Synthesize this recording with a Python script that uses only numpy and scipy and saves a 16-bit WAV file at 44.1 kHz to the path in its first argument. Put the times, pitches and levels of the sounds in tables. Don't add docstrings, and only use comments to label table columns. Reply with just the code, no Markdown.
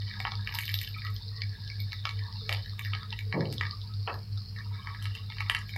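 import sys
import numpy as np
from scipy import signal
from scipy.fft import rfft, irfft
from scipy.io import wavfile
from scipy.ndimage import uniform_filter1d

SR = 44100
rng = np.random.default_rng(int(sys.argv[2]) if len(sys.argv) > 2 else 0)


def int16_out(signal):
    q = np.round(np.clip(np.atleast_2d(signal).T, -1, 1) * 32767)
    wavfile.write(sys.argv[1], SR, q.astype(np.int16))


N = 254765

# (pitch [Hz], width [Hz], relative level [dB])
PAN = [(570, 71, 0), (792, 26, -6.5), (929, 69, 3.5), (1130, 67, 3), (1279, 68, 3.5), (1674, 115, 2.5),
       (1838, 92, -5.5), (1945, 60, 0), (2251, 71, 2), (2400, 49, -9), (2747, 55, 0), (3036, 107, 0)]
TOP_HZ = 15800


def undb(db):
    return 10 ** (np.asarray(db) / 20)


def level(x, db):
    return x * undb(db) / np.sqrt(np.mean(x ** 2))


def band(x, lo_hz, hi_hz, order=2):
    return signal.sosfilt(signal.butter(order, [lo_hz, hi_hz], "bandpass", fs=SR, output="sos"), x)


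def mode(x, hz, width_hz, order=1):
    return band(x, hz - width_hz / 2, hz + width_hz / 2, order)


def walk(rate):
    k = int(SR / rate)
    held = np.repeat(rng.standard_normal(N // k + 1), k)
    return uniform_filter1d(uniform_filter1d(held, k), k)[:N]


def bursts(per_s, spread_db, most=4.47):
    hit, size, sign = rng.random((3, N))
    size_db = spread_db * np.minimum(-np.log(size + 1e-9), most)
    return (hit < per_s / SR) * undb(size_db) * np.sign(sign - .5)


def curves(table):
    s, *columns = np.transpose(table)
    return [undb(np.interp(np.arange(N) / SR, s, c)) for c in columns]


def along(table, f):
    hz, db = np.transpose(table)
    return np.interp(np.log(np.maximum(f, 1)), np.log(hz), db)


def frying():
    # (time [s], main band [dB], lower edge [dB])
    fizz_levels = [(0, -49.5, -56.5), (.4, -51, -56), (.72, -49.5, -50.5), (1.21, -50, -57),
                   (2.14, -50, -54.5), (3.06, -52, -53), (3.39, -51, -64), (3.68, -51, -57.5),
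                   (4.15, -51.5, -63), (4.38, -53.5, -87), (4.65, -52, -62), (4.79, -51, -57.5),
                   (5.39, -51, -56.5), (5.78, -50.5, -56)]
    # (time [s], bright ticks [dB], dull ticks [dB])
    crackle_levels = [(0, -58.5, -66), (.32, -59, -66.5), (.53, -54, -59), (.66, -59, -64), (.98, -56, -65),
                      (1.2, -60, -67.5), (1.7, -63, -70.5), (2.01, -63, -77), (2.23, -61, -60),
                      (2.57, -60.5, -66.5), (2.81, -63, -64.5), (2.95, -56.5, -57.5), (3.15, -66, -72),
                      (3.4, -61.5, -66), (3.81, -67.5, -67), (4.38, -70, -70.5), (4.76, -60, -61.5),
                      (4.99, -64, -62.5), (5.37, -59, -69), (5.47, -74, -60), (5.62, -55.5, -63),
                      (5.78, -55, -69)]
    main, edge = curves(fizz_levels)
    bright, dull = curves(crackle_levels)

    fizz = band(bursts(3200, 3.5, most=6.4), 3830, 5280, order=5)
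    fizz = fizz + .6 * band(fizz, 4160, 4630, order=1)
    fizz = level(fizz, 0) * undb(1.27 * walk(9))
    lower_edge = level(band(bursts(1200, 4.9), 3500, 3860, order=3), 0)

    start_s, rise_s, hold_s, fall_s = .416, .066, .41, .12
    corners_s = np.cumsum([start_s, rise_s, hold_s, fall_s])
    flare = np.interp(np.arange(N) / SR, corners_s, [0, 1, 1, 0])
    idle_db, flare_db = -80.5, 10.5
    spit = level(band(bursts(900, 5.7), 12300, 12800), idle_db)
    spit = spit * undb(flare_db * flare + 3.8 * walk(8))

    dull_ticks = crackle(PAN[1:5], wider=2.6) * dull
    bright_ticks = crackle(PAN[5:]) * bright
    return fizz * main + lower_edge * edge + dull_ticks + bright_ticks + spit


def crackle(modes, wider=2.8):
    shared, out = bursts(150, 4.0), np.zeros(N)
    for hz, width_hz, db in modes:
        patches = undb(4.5 * walk(22))
        grains = .6 * shared + bursts(160, 4.2)
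        out += level(mode(grains, hz, wider * width_hz, order=2), db) * patches
    return level(out, 0)


def pops():
    # (time [s], bubble pitch [Hz], bubble [dB], thud in the pan [dB], sharp tick [dB])
    pop_rows = [(.0197, 2870, -42, -62, -33), (.0814, 3190, -54, -60, -36), (.0879, 3190, -49, -63, -33),
                (0.1121, 2070, -35.5, -71.5, -51), (0.1377, 2440, -43, -66.5, -31),
                (.1652, 1954, -55, -63, -37), (.1927, 1940, -60, -66, -36), (0.202, 2260, -28, -40, -27),
                (0.251, 2140, -22.5, -25.5, -45.5), (.2697, 2000, -38, -51, -29),
                (0.3187, 2300, -35.5, -34, -23.5), (.3535, 3030, -50, -58.5, -26.5),
                (.4094, 2480, -60, -66.5, -31), (0.4732, 2090, -26, -47, -30), (.4911, 2800, -32, -40, -44),
                (.524, 2310, -32.5, -71, -32), (.5402, 1940, -38, -39, -29),
                (0.5485, 2700, -34, -59.5, -29), (.5531, 2900, -33.5, -42, -25.5),
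                (.5653, 1900, -38, -59, -39), (.587, 2580, -21, -41, -28.5), (.6074, 2470, -32, -58, -30),
                (.6347, 2340, -31, -61, -43), (.6547, 2750, -46, -69.5, -26), (.6624, 3100, -47, -60, -29),
                (0.6793, 2450, -26.5, -68.5, -31), (.6918, 2460, -28, -51, -46),
                (.6975, 1920, -41, -58, -28), (.7172, 2390, -42, -54, -46), (0.741, 2630, -28, -46, -19),
                (.7884, 3070, -34, -74, -22), (0.8137, 2590, -29, -69.5, -34), (.8384, 2930, -35, -56, -39),
                (.8469, 2820, -35.5, -64, -29), (.8755, 2350, -31, -76, -34), (.9481, 2350, -42, -62, -36),
                (.985, 2400, -37.5, -62, -43), (1.019, 2230, -34.5, -66, -32),
                (1.049, 1980, -41, -42, -28.5), (1.067, 2580, -33, -74, -32),
                (1.1636, 2330, -56.5, -59, -27), (1.346, 1890, -54, -62, -41),
                (1.3628, 3320, -59, -50, -31), (1.4184, 2240, -30.5, -52, -21.5),
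                (1.6036, 1680, -51, -67, -36), (1.6479, 3200, -57, -68, -35),
                (1.6766, 2980, -47, -70, -30.5), (1.7003, 2230, -37, -66, -27.5),
                (1.7557, 1700, -49, -64, -33.5), (1.8024, 2240, -45.5, -65.5, -26.5),
                (1.9208, 2380, -37, -48, -26), (1.9302, 2170, -33.5, -47.5, -24.5),
                (2.0533, 2250, -24, -30, -21.5), (2.0917, 2300, -30, -40.5, -24.5),
                (2.1917, 2140, -38, -72.5, -33.5), (2.2369, 1870, -49, -58, -32.5),
                (2.3041, 1700, -65, -66, -44), (2.3257, 3200, -56, -63, -30), (2.3562, 3180, -57, -54, -40),
                (2.4927, 2380, -21, -33, -23), (2.5262, 3080, -23, -40, -21.5),
                (2.5474, 2320, -28.5, -53.5, -26), (2.5698, 3170, -40, -50, -31),
                (2.6594, 1790, -40.5, -65.5, -32.5), (2.6953, 2130, -42, -70.5, -30.5),
                (2.7049, 3180, -48, -68, -41), (2.7929, 2480, -27.5, -45, -31),
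                (2.849, 1870, -32, -62, -31), (2.8574, 1890, -38, -50, -31.5),
                (2.9348, 2250, -23.5, -45, -45), (2.95, 1930, -31.5, -42.5, -26),
                (3.031, 2150, -39, -42, -28), (3.1052, 2410, -41, -71, -28),
                (3.127, 2760, -28.5, -45, -25.5), (3.1896, 2340, -29, -61, -28.5),
                (3.3256, 2150, -24.5, -36, -28), (3.407, 1720, -36, -41, -28.5),
                (3.4546, 3030, -36, -61, -31), (3.5012, 2860, -56, -51, -32.5),
                (3.526, 2450, -37, -46, -31), (3.5361, 2260, -45, -55, -32.5),
                (3.5813, 2250, -61, -50, -24), (3.6102, 1920, -21.5, -33.5, -28),
                (3.6521, 1910, -33, -51, -31.5), (3.6676, 2000, -38.5, -45, -30),
                (3.7099, 2880, -47, -46, -24), (3.7198, 3200, -48, -53, -36), (3.8153, 3200, -49, -66, -33),
                (3.8385, 2430, -61, -65, -38.5), (3.9382, 2070, -58, -67, -31.5),
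                (4.0755, 2720, -30.5, -37, -53.5), (4.0835, 1850, -39, -31, -53),
                (4.1221, 1570, -58, -44, -46), (4.1414, 1700, -41.5, -42, -32),
                (4.375, 3320, -59, -44, -30.5), (4.5623, 1940, -41.5, -54, -36),
                (4.5868, 1770, -40, -47, -32.5), (4.7518, 1670, -48, -62, -43),
                (4.8467, 1710, -54, -44, -44), (4.8716, 2160, -31, -35.5, -34),
                (4.9472, 2140, -36, -44.5, -49), (5.0188, 2950, -45, -58, -50),
                (5.0244, 2700, -37, -65, -41), (5.0332, 2990, -48, -56, -42), (5.0433, 2800, -50, -64, -39),
                (5.055, 2430, -29, -42.5, -30), (5.1076, 1710, -45.5, -60, -44),
                (5.132, 2830, -49, -62, -48), (5.151, 2700, -32, -61, -36), (5.1695, 2050, -42, -60, -40),
                (5.1756, 2310, -50, -71.5, -32), (5.204, 1940, -55, -64, -48),
                (5.301, 2400, -40, -44.5, -28.5), (5.3215, 2300, -36, -50, -36),
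                (5.3681, 1650, -53, -45, -36), (5.3839, 2780, -32.5, -65, -31),
                (5.4054, 2350, -24.5, -35, -29), (5.4629, 2200, -36.5, -61, -51),
                (5.4974, 2420, -15, -26, -24.5), (5.5482, 2450, -19.5, -36.5, -30),
                (5.5674, 2000, -36.5, -44, -31), (5.6926, 2270, -30.5, -69, -44),
                (5.7374, 2300, -34, -68, -36), (5.7622, 2320, -30, -42, -46)]
    rows = cluster(pop_rows, 2, drop_db=15.5)
    rough = rng.standard_normal((len(rows), 512))
    bubble_band = (1600, 3205, .00037)
    bubble = bang(rows, 2, *bubble_band, rough, pitch_width=.39)
    ring = undb(-9.5) * bang(rows, 2, *bubble_band, rough, pitch_width=.12)
    thud = bang(rows, 3, 712, 1470, .001, rough)
    tick = bang(rows, 4, 3420, 5080, .00089, rough)
    return bubble + ring + thud + tick


def spatter():
    # (time [s], splash [dB], finest spray [dB])
    droplets = [(.2018, -38.5, -45), (.4733, -44.5, -52.5), (.5223, -54, -46), (.542, -44, -43.5),
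                (0.5484, -37, -29), (.5535, -37, -41), (.587, -31, -31), (.5915, -38, -42),
                (.6074, -37, -47), (.6356, -42, -41), (.6547, -37, -32), (.679, -51, -44),
                (0.6917, -38, -41), (.7175, -42, -36), (.7412, -44, -26), (.7508, -37, -37),
                (.7755, -45, -40), (.7884, -42, -47), (.7993, -56, -44), (.8139, -33.5, -32),
                (.8322, -42, -49), (.8755, -40.5, -55.5), (.8873, -66, -37.5), (.976, -44, -44),
                (1.049, -42, -40), (1.102, -42, -45), (1.1427, -56, -38.5), (1.8024, -53.5, -36),
                (1.9304, -44, -45.5), (2.0533, -45, -52), (2.092, -40.5, -57), (2.493, -34, -40),
                (2.5265, -34, -40), (2.7929, -36, -38), (2.849, -58.5, -39.5), (3.1896, -38, -46),
                (3.526, -35, -41), (3.6103, -41, -60.5), (4.1415, -45, -44.5), (5.025, -38, -46),
                (5.055, -39, -57), (5.151, -39, -49), (5.4052, -38, -48), (5.4978, -31.5, -45),
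                (5.5486, -32.5, -59.5), (5.5894, -39, -66.5), (5.68, -66, -46), (5.6926, -40.5, -47),
                (5.7622, -39.5, -42)]
    rows = cluster(droplets, 1, drop_db=10)
    rough = rng.standard_normal((len(rows), 512))
    return bang(rows, 1, 4700, 11440, .002, rough) + bang(rows, 2, 11980, 14500, .0011, rough)


def cluster(table, first_db_column, drop_db, count=2):
    gap_s, scatter_db = .018, 5.5
    rows = np.array(table)
    gaps = rng.uniform(.4, 1.6, (len(rows), count))
    sizes = rng.standard_normal((len(rows), count))
    after = np.repeat(rows, count, axis=0)
    delay_s = gap_s * np.cumsum(gaps, axis=1).ravel()
    after[:, 0] = np.minimum(after[:, 0] + delay_s, (N - 1) / SR)
    change_db = scatter_db * np.minimum(sizes, 1) - drop_db * np.arange(1, count + 1)
    after[:, first_db_column:] += change_db.reshape(-1, 1)
    return np.vstack([rows, after])


def bang(rows, column, lo_hz, hi_hz, burst_s, rough, pitch_width=None):
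    shape = band(rough * np.exp(-np.arange(512) / SR / burst_s), lo_hz, hi_hz, order=4)
    if pitch_width:
        shape = np.array([mode(v, hz, hz * pitch_width) for v, hz in zip(shape, rows[:, 1])])
    gain = undb(rows[:, column]) / np.abs(shape).max(axis=1)
    places = (rows[:, :1] * SR).astype(int) + np.arange(512)
    out = np.zeros(N + 512)
    np.add.at(out, places, shape * gain[:, None])
    return out[:N]


def hollows():
    # (time [s], starting level [dB], pitch [Hz])
    hollow_rows = [(0.2015, -37, 760), (0.251, -30, 820), (0.472, -38, 1260), (0.553, -37.5, 950),
                   (2.053, -32, 1317), (2.491, -40.5, 540), (2.792, -42, 1130), (2.933, -33.5, 1270),
                   (3.029, -39, 1254), (3.125, -43, 921), (3.324, -41, 1280), (3.61, -30, 1270),
                   (4.871, -40, 1254), (5.404, -37, 1130), (5.497, -33, 918), (5.761, -35.5, 797)]
    t60_s = .039
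    out, t = np.zeros(N + 4096), np.arange(4096) / SR
    for s, db, hz in hollow_rows:
        start = int(s * SR)
        out[start:start + 4096] += undb(db - 60 * t / t60_s) * np.sin(2 * np.pi * hz * t)
    return out[:N]


def blips(width=0.06, grain_db=3.0):
    # (time [s], length [s], pitch [Hz], rms level before fading [dB])
    blip_rows = [(0.099, 0.057, 1800, -55), (0.939, 0.085, 2360, -49.5), (1.037, 0.051, 1930, -46),
                 (1.038, 0.13, 1140, -59.5), (1.245, 0.051, 453, -58), (1.292, 0.11, 1860, -57.5),
                 (1.328, 0.089, 1130, -55), (1.621, 0.19, 1674, -55.5), (1.789, 0.046, 2230, -50),
                 (2.198, 0.084, 1770, -52), (2.406, 0.091, 443, -54), (3.255, 0.15, 443, -54),
                 (3.104, 0.11, 1940, -53), (3.622, 0.14, 1187, -47.5), (4.557, 0.057, 1830, -48),
                 (4.6, 0.16, 950, -57.5), (4.729, 0.096, 1650, -53.5), (4.785, 0.046, 1100, -51.5),
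                 (5.069, 0.16, 2850, -54), (5.298, 0.052, 2200, -51)]
    out, t = np.zeros(N), np.arange(8192) / SR
    for s, length_s, hz, db in blip_rows:
        grain = undb(grain_db * rng.standard_normal(64)).repeat(128)
        blip = mode(rng.standard_normal(8192) * grain, hz, hz * width, order=2)
        fade = np.clip(t / 0.007, 0, 1) * np.exp(-(t / length_s) ** 3)
        start = int(s * SR)
        out[start:start + 8192] += level(blip, db) * fade
    return out


def slap(per_s=600):
    # (pitch [Hz], width [Hz], relative level [dB])
    leaf_rings = [(454, 44, -5), (766, 120, 0), (983, 70, -2), (1337, 58, -2), (1850, 76, -5),
                  (2580, 120, -1), (2970, 90, -12), (3280, 100, -14)]
    start_s, rise_s, t60_s, slap_db = 4.074, .003, .3, -38
    loss_db_s_khz = 35
    t = np.maximum(np.arange(N) / SR - start_s, 0)
    swell = (1 - np.exp(-t / rise_s)) * undb(-60 * t / t60_s)
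    shower, out = bursts(per_s, 3.5), np.zeros(N)
    for hz, width_hz, db in leaf_rings:
        ring = level(mode(shower, hz, width_hz, order=2), slap_db + db)
        out += ring * undb(-loss_db_s_khz * hz / 1000 * t)
    return swell * out


def pan(x, ring_db):
    # (pitch [Hz], width [Hz], level left at the centre [dB])
    swallowed = [(1460, 200, -2), (2570, 270, -5.5), (3455, 107, -0.5)]
    ring = sum(undb(db) * mode(x, hz, width_hz) for hz, width_hz, db in PAN)
    x = x + ring * undb(ring_db)
    for hz, width_hz, db in swallowed:
        x = x - (1 - undb(db)) * mode(x, hz, width_hz)
    return x


def kitchen(x, count=4):
    t60_s, tail_db, wall_s = .24, -3, .0088
    early_db, early_t60_s, lump_db = -1, .04, 3.5
    treble_db, treble_loss_db_s = 2, 120
    t, hold = np.arange(SR // 3) / SR, int(.025 * SR)
    spot = np.repeat(rng.integers(count, size=N // hold + 1), hold)[:N]
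    out = x.copy()
    for k in range(count):
        decay = undb(-60 * t / t60_s) + undb(early_db - 60 * t / early_t60_s)
        arrival = np.where(t < wall_s, .6, 1) * (t > .0015)
        lumps = undb(lump_db * rng.standard_normal(len(t) // 128 + 1)).repeat(128)[:len(t)]
        tail = rng.standard_normal(len(t)) * decay * arrival * lumps
        treble = undb(treble_db - treble_loss_db_s * t) * band(tail, 8900, TOP_HZ, order=1)
        tail = pan(tail, ring_db=-1.0) + treble
        tail = tail * undb(tail_db) / np.sqrt(np.sum(tail ** 2))
        share = uniform_filter1d(1. * (spot == k), size=64)
        out += signal.oaconvolve(x * share, tail)[:N]
    return out


def bumps():
    # (time [s], rise [s], t60 [s], low edge [Hz], high edge [Hz], rms level at the height of the swell [dB])
    knocks = [(2.49, 0.02, 0.32, 410, 950, -45.5), (3.33, 0.043, 0.52, 111, 174, -27.5),
              (3.335, 0.092, 0.46, 171, 520, -32), (3.335, 0.035, 0.36, 507, 1020, -40),
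              (3.585, .012, .2, 88, 125, -34), (4.08, 0.0066, 0.37, 383, 1410, -38.5),
              (4.1, 0.01, 0.24, 200, 408, -50)]
    out = np.zeros(N)
    for s, rise_s, t60_s, lo_hz, hi_hz, db in knocks:
        t = np.maximum(np.arange(N) / SR - s, 0)
        swell = (1 - np.exp(-t / rise_s)) * undb(-60 * t / t60_s)
        noise = level(band(rng.standard_normal(N), lo_hz, hi_hz, order=3), db)
        out += swell / swell.max() * noise
    return out


def fan():
    # (offset [steps of slip_hz], rms level [dB], lag [turns])
    tones = [(-1, -43, 0.041), (0, -44, 0.16), (1, -40, 0.0044), (2, -60, 0.026)]
    # (pitch [Hz], width [Hz], rms level [dB])
    overtones = [(200, 6, -60), (444, 7, -68)]
    hum_hz, slip_hz = 100.135, 2.775
    throb_s = .04
    t = np.arange(N) / SR
    turns = hum_hz * t + 0.015 * walk(4.03)
    hum = np.zeros(N)
    for k, db, lag in tones:
        phase = turns + k * slip_hz * (t - throb_s) - lag
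        hum += undb(db) * np.sqrt(2) * np.cos(2 * np.pi * phase)
    rough = sum(level(mode(rng.standard_normal(N), hz, width_hz), db) for hz, width_hz, db in overtones)
    return hum * undb(0.69 * walk(4.15)) + rough


def air(table, db):
    colour = undb(along(table, np.fft.rfftfreq(N, 1 / SR)))
    return level(irfft(rfft(rng.standard_normal(N)) * colour, N), db)


def scene():
    # (frequency [Hz], relative level per Hz [dB])
    rumble_colour = [(15, -40.5), (30, -14), (50, 3.5), (80, -4), (120, 1), (170, -10.5), (230, -23.5),
                     (450, -32), (800, -36.5)]
    in_pan = pan(pops() + spatter() + frying(), ring_db=-1.35)
    near = kitchen(in_pan + hollows()) + blips() + slap()
    worktop = pan(bumps(), ring_db=-14.0) + fan() + air(rumble_colour, -48)
    return (near + worktop)[None]


def suppress(x, steep=1.57, hold=0.92, share=0.2, memory=.99):
    # (frequency [Hz], base threshold per bin [dB])
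    thresholds = [(300, -100), (450, -73), (800, -69), (2000, -68.5), (3300, -67), (4500, -64), (5600, -85),
                  (9000, -72.5), (15000, -82.5)]
    f, _, z = signal.stft(x, SR, nperseg=512, noverlap=384)
    power = uniform_filter1d(np.abs(z) ** 2, size=2, axis=0)
    power = uniform_filter1d(power, size=9, axis=1)
    lately = signal.lfilter([1 - memory], [1, -memory], power) * (f[:, None] > 600)
    threshold = undb(2 * along(thresholds, f))[:, None] + share * lately
    ratio = (np.maximum(power, 0) / threshold) ** steep
    gain = ratio / (1 + ratio)
    gain = np.maximum(gain, signal.lfilter([1 - hold], [1, -hold], gain))
    return signal.istft(z * gain, SR, nperseg=512, noverlap=384)[1][:N]


def record(dry):
    # (frequency [Hz], relative level per Hz [dB])
    hiss_colour = [(300, -5.5), (700, 1), (2000, 0), (3300, -0.5), (5800, -13.5), (12000, -10.5),
                   (16000, -11.5)]
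    heard = suppress(dry[0]) + air(hiss_colour, -63.5)
    return signal.sosfilt(signal.ellip(10, .2, 70, TOP_HZ, fs=SR, output="sos"), heard)[None]


dry = scene()
out = record(dry)
int16_out(out)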